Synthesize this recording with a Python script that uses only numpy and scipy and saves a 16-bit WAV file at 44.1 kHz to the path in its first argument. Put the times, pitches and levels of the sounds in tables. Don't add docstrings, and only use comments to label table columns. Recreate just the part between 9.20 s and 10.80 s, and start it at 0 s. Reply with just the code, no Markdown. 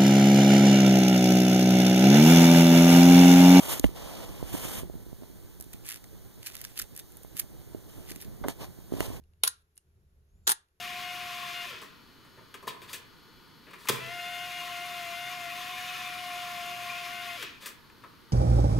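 import sys
import numpy as np
from scipy import signal
from scipy.fft import rfft, irfft, next_fast_len
from scipy.io import wavfile
from scipy.ndimage import map_coordinates

SR = 44100
rng = np.random.default_rng(int(sys.argv[2]) if len(sys.argv) > 2 else 0)


def materialize(psi):
    bounded = np.clip(np.atleast_2d(psi).T, -1, 1)
    quanta = np.round(bounded * 32767).astype(np.int16)
    wavfile.write(sys.argv[1], SR, quanta)


N = 70560

# start in seconds, part name, level in dB,
# brightness in dB per octave above 500 Hz, nominal t60 in seconds.
CONTACTS = [ (.2351, "mirror up", -8, .5, .011), (.2367, "mirror up", -9, 0, .016),
            (.2400, "mirror up", -26.5, -1, 0.15), (0.2498, "mirror up", -26, 3.5, 0.013),
            (0.2487, "mirror up", -26, 4, .018), (.2560, "mirror up", -32, 1, 0.017),
            (.2640, "first curtain", -38, -7, 0.048), (0.2713, "first curtain", -29, -2.5, 0.05),
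            (.2757, "first curtain", -15, 0, .02), (.2775, "first curtain", -17, 1, .025),
            (1.2694, "second curtain", -26.5, 2, 0.068), (1.271, "second curtain", -23, 1, 0.055),
            (1.2755, "second curtain", -10.5, .5, .021), (1.2818, "second curtain", -24, 1.5, 0.082),
            (1.2885, "mirror down", -28.5, -2.5, 0.047), (1.2932, "mirror down", -11, .3, .016),
            (1.2973, "mirror down", -14, -1.5, 0.02), (1.3004, "mirror down", -18.5, 3, .026),
            (1.3023, "mirror down", -21.5, -0.5, 0.025), (1.307, "mirror down", -24, -2, 0.07),
            (1.3102, "mirror down", -20.5, -1.3, .018), (1.3144, "mirror down", -20, -1.5, 0.011),
            (1.3179, "mirror down", -12, 1, .018), (1.3224, "mirror down", -26.5, -2, 0.042),
            (1.3263, "mirror down", -34, -2, .03), (0.0381, "grip", -62, 1, .015),
            (0.1347, "grip", -65.5, -1.5, 0.021), (0.555, "button", -64, 16.5, 0.071),
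            (0.568, "grip", -56.5, 3.5, .025), (.5768, "button", -40, -2, 0.018),
            (0.5782, "grip", -58, 0.5, .04), (1.4853, "grip", -69.5, 2, 0.018)]
PARTS = {"mirror up": ([(120, -33.5), (195, -32), (1140, -9.5), (1350, -5), (1800, -18), (2140, -9),
         (2660, -10.5), (3560, -3), (6650, -16), (9130, -3.5), (9570, -17), (10600, 3), (11900, -10.5),
         (13300, -5), (14100, -18.5), (14600, -18), (15600, -25)], -8, 0), "first curtain": ([(120, -44),
         (209, -47), (329, -33), (835, -31), (1020, -7), (1450, -1.5), (1700, -13), (2270, -22),
         (4160, -5.5), (7380, -12.5), (8570, -3), (10500, -2.5), (11600, -7), (13200, -6.5), (14600, -18.5),
         (15600, -17.5)], -2, 2.4), "second curtain": ([(120, -32), (167, -42), (391, -3.5), (588, -16.5),
         (1350, 9.5), (2390, -12), (3240, 2), (5630, -4), (7640, 3), (8710, -7.5), (8990, -2.5),
         (11800, -7.5), (12600, 4.5), (13700, -15.5), (14400, -30), (15600, -19)], 0, 0),
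         "mirror down": ([(120, -25.5), (240, -26.5), (349, -19.5), (509, -30.5), (802, -9), (1400, -5),
         (2460, -15.5), (3400, -7.5), (7380, -11), (8160, 1.5), (11000, -3), (11400, -13), (12300, -0.5),
         (13200, -5), (14300, -16), (15600, -22.5)], -3.4, -1.4), "button": ([(500, -32), (1440, -43),
         (4630, -15), (5510, -10.5), (7330, -11), (8830, 4.5), (10400, -4), (12500, -8), (15600, -44)],
         -35, 2), "grip": ([(300, -16), (1600, -6.5), (2500, -11), (2850, 3.5), (3250, -13.5), (4200, -7),
         (5500, -16), (11000, -11.5), (15000, -30)], -14, -2)}
# frequency in Hz, level in dB, t60 in seconds.
BODY_MODES = [(381.6, -20.5, 0.057), (453.3, -24.5, 0.04), (882, -23, 0.035), (1427, -31.5, .13),
              (1687, -23, 0.091), (1878, -23.5, .1), (3755, -26, .06), (3990, -25.5, .08),
              (4380, -23.5, 0.049), (6281, -22.5, .08), (7020, -25, 0.064), (9780, -26.5, 0.075),
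              (10700, -25, .08), (12020, -27.5, 0.061)]
# frequency in Hz, lead in radians.
LEFT_LEAD = [(380, 0.5), (560, 0.2), (1000, 2), (1400, 4), (2200, 4), (3000, 8), (3700, 7), (4400, 10.5),
             (5300, 7.5), (6400, 7), (8600, 2.5), (10900, 0.5), (13300, -3.5), (15700, -8.5)]
# frequency in Hz, correlation from 0 to 1.
DIRECT_LIKENESS = [(300, 0.94), (1400, .85), (2500, 0.41), (5500, 0.36), (8000, .95), (13000, 0.97),
                   (15000, 1)]
# frequency in Hz, correlation from 0 to 1.
ROOM_LIKENESS = [(100, 1), (400, 0.85), (1000, 0.3), (6000, 0.21), (8500, 1), (13000, 1)]
# frequency in Hz, t60 in seconds.
ROOM_T60 = [(300, 0.12), (1400, 0.29), (5000, 0.2), (10000, 0.18), (15000, 0.069)]
# frequency in Hz, gain in dB.
ROOM_COLOUR = [(200, 2.5), (600, 0.5), (1400, -5.5), (3000, -1.5), (6500, -2), (10000, -5), (15000, -2.5)]
# time in seconds, frequency in Hz, peak level in dB.
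WHISTLE = [(1.059, 6200, -105), (1.10, 6330, -83), (1.14, 6770, -89), (1.17, 7130, -81.5),
           (1.22, 7200, -90), (1.269, 7000, -64), (1.29, 7000, -120)]
# time in seconds, level in dB.
HUM_LEVEL = [(0.0, -58), (0.022, -59), (0.084, -62), (0.628, -74), (0.69, -61), (0.716, -66.5), (0.77, -60),
             (0.912, -65), (0.948, -61), (1.122, -64.5), (1.148, -57.5), (1.304, -60.5), (1.336, -70),
             (1.478, -79), (1.514, -76), (1.6, -72.5)]
# frequency in Hz, level in dB.
RUMBLE_COLOUR = [(20, -9.5), (42, 2.5), (58, -1), (76, -0.5), (120, -5.5), (180, -10.5), (280, -29),
                 (390, -19.5), (560, -30), (900, -37), (2000, -51.5)]
# frequency in Hz, level in dB.
HISS_COLOUR = [(100, -2.5), (260, 6), (390, 15), (560, 4), (800, 2.5), (1500, 4.5), (2300, -0.5),
               (7300, -5), (8600, -10.5), (11300, 0), (13000, -4), (14400, -16.5), (16000, -29)]

ATTACK_S, RING_WIDTH_HZ = 0.00046, 17
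ROOM_DB, ROOM_BUILD_S = -18, 0.0038
WHISTLE_WIDTH_HZ = 60
HUM_HZ, HUM_DRIFT_HZ, HUM_DB, HUM_WAVER_DB = 76.5, 3, -1, 1.5
RUMBLE_DB, HISS_DB = -3, -80
HISS_DB_PER_HUM_DB = 0.12
TOP_HZ = 16300


def mechanism(size=8192):
    direct, outward = np.zeros((2, 2, N + size))
    t_s = np.arange(size) / SR
    hz = np.fft.rfftfreq(size, 1 / SR)
    octaves = np.log2(np.maximum(hz, 500))
    for start_s, part, level_db, bright_db, t60_s in CONTACTS:
        spectrum, ring_db, room_db = PARTS[part]
        colour = amp(interp_log_hz(spectrum, hz) + bright_db * octaves)
        colour = colour / np.sqrt(np.mean(colour ** 2 * (hz < TOP_HZ)))
        struck = crack(t_s, t60_s, colour)
        rung = ring(t_s, lambda f: np.interp(f, hz, colour))
        blow = amp(level_db) * (struck + amp(ring_db) * rung)
        start = round(start_s * SR)
        direct[:, start:start + size] += blow
        outward[:, start:start + size] += amp(room_db) * blow
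    return direct[:, :N], outward[:, :N]


def crack(t_s, t60_s, colour):
    shape = amp(-60 * t_s / t60_s) * attack(t_s)
    spectrum = rfft(rng.standard_normal((2, len(t_s))) * shape)
    burst = irfft(spectrum / np.abs(spectrum)) * np.sqrt(shape)
    burst *= np.linalg.norm(shape) / np.linalg.norm(burst, axis=1, keepdims=True)
    return irfft(rfft(burst) * minimum_phase(colour))


def ring(t_s, drive, scatter_db=2.0):
    hz, db, t60_s = np.transpose(BODY_MODES)[:, :, None]
    per_mode = (2, len(hz), 1)
    size = drive(hz) * amp(db + scatter_db * rng.standard_normal(per_mode))
    phase = 2 * np.pi * rng.random(per_mode) + phase_stray(RING_WIDTH_HZ, (len(hz), len(t_s)))
    modes = size * amp(-60 * t_s / t60_s) * np.sin(2 * np.pi * hz * t_s + phase)
    return modes.sum(axis=1) * attack(t_s)


def attack(t_s):
    return 1 - np.exp(-t_s / ATTACK_S)


def room(x):
    hz, t_s, noise = signal.stft(rng.standard_normal((2, SR // 2)), SR, nperseg=256)
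    decay = amp(-60 * t_s / interp_log_hz(ROOM_T60, hz)[:, None])
    build = 1 - np.exp(-t_s / ROOM_BUILD_S)
    tail = signal.istft(noise * decay * build, SR, nperseg=256)[1]
    wet = signal.fftconvolve(x, tail / np.linalg.norm(tail[0]), axes=1)[:, :N]
    return amp(ROOM_DB) * filtered(wet, lambda f: amp(interp_log_hz(ROOM_COLOUR, f)))


def ports(pair, likeness):
    def mid_side_gains(hz):
        angle = np.arccos(np.clip(interp_log_hz(likeness, hz), 0, 1)) / 2
        return np.array([np.cos(angle), np.sin(angle)])

    def phase_shift(hz):
        return np.exp(.5j * np.outer([1, -1], interp_log_hz(LEFT_LEAD, hz)))

    mid, side = filtered(pair, mid_side_gains)
    return filtered(np.array([mid + side, mid - side]), phase_shift)


def whistle():
    knot_s, hz, db = np.transpose(WHISTLE)
    t_s = np.arange(N) / SR
    phase = 2 * np.pi * np.cumsum(np.interp(t_s, knot_s, hz)) / SR + phase_stray(WHISTLE_WIDTH_HZ, N)
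    present = (t_s > knot_s[0]) * (t_s < knot_s[-1])
    return amp(np.interp(t_s, knot_s, db)) * present * np.sin(phase)


def background():
    level_db = np.interp(np.arange(N) / SR, *np.transpose(HUM_LEVEL))
    waver = amp(HUM_DB + HUM_WAVER_DB * wobble(12))
    hum_hz = HUM_HZ + HUM_DRIFT_HZ * wobble(9)
    hum = waver * np.sin(2 * np.pi * np.cumsum(hum_hz) / SR)
    rumble = amp(level_db + RUMBLE_DB) * coloured_noise(RUMBLE_COLOUR)
    hiss_db = HISS_DB + HISS_DB_PER_HUM_DB * (level_db - level_db.mean())
    hiss = amp(hiss_db) * coloured_noise(HISS_COLOUR)
    return amp(level_db) * hum + ports(rumble + hiss, ROOM_LIKENESS)


def coloured_noise(colour):
    return unit(filtered(rng.standard_normal((2, N)), lambda hz: amp(interp_log_hz(colour, hz))))


def wobble(knots_per_s):
    knots = rng.standard_normal(int(N * knots_per_s / SR) + 4)
    return map_coordinates(knots, [np.arange(N) * knots_per_s / SR])


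def phase_stray(width_hz, shape):
    return np.cumsum(rng.standard_normal(shape), axis=-1) * np.sqrt(2 * np.pi * abs(width_hz) / SR)


def amp(db):
    return 10 ** (np.asarray(db) / 20)


def unit(x):
    return x / np.sqrt(np.mean(x ** 2) + 1e-20)


def interp_log_hz(points, hz):
    f, v = np.transpose(points)
    return np.interp(np.log(hz + 1), np.log(f + 1), v)


def filtered(x, response):
    m = next_fast_len(N + SR // 2)
    return irfft(rfft(x, m) * response(np.fft.rfftfreq(m, 1 / SR)), m)[..., :N]


def minimum_phase(gain):
    cepstrum = irfft(np.log(np.maximum(gain, 1e-6)))
    half = len(cepstrum) // 2
    folded = np.r_[cepstrum[0], 2 * cepstrum[1:half], cepstrum[half], np.zeros(half - 1)]
    return np.exp(rfft(folded))


def scene():
    direct, outward = mechanism()
    camera = ports(direct, DIRECT_LIKENESS)
    reverb = ports(room(outward), ROOM_LIKENESS)
    return camera + reverb + whistle() + background()


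def record(dry):
    return filtered(dry, lambda hz: 1 / np.sqrt(1 + (hz / TOP_HZ) ** 200))


dry = scene()
out = record(dry)
materialize(out)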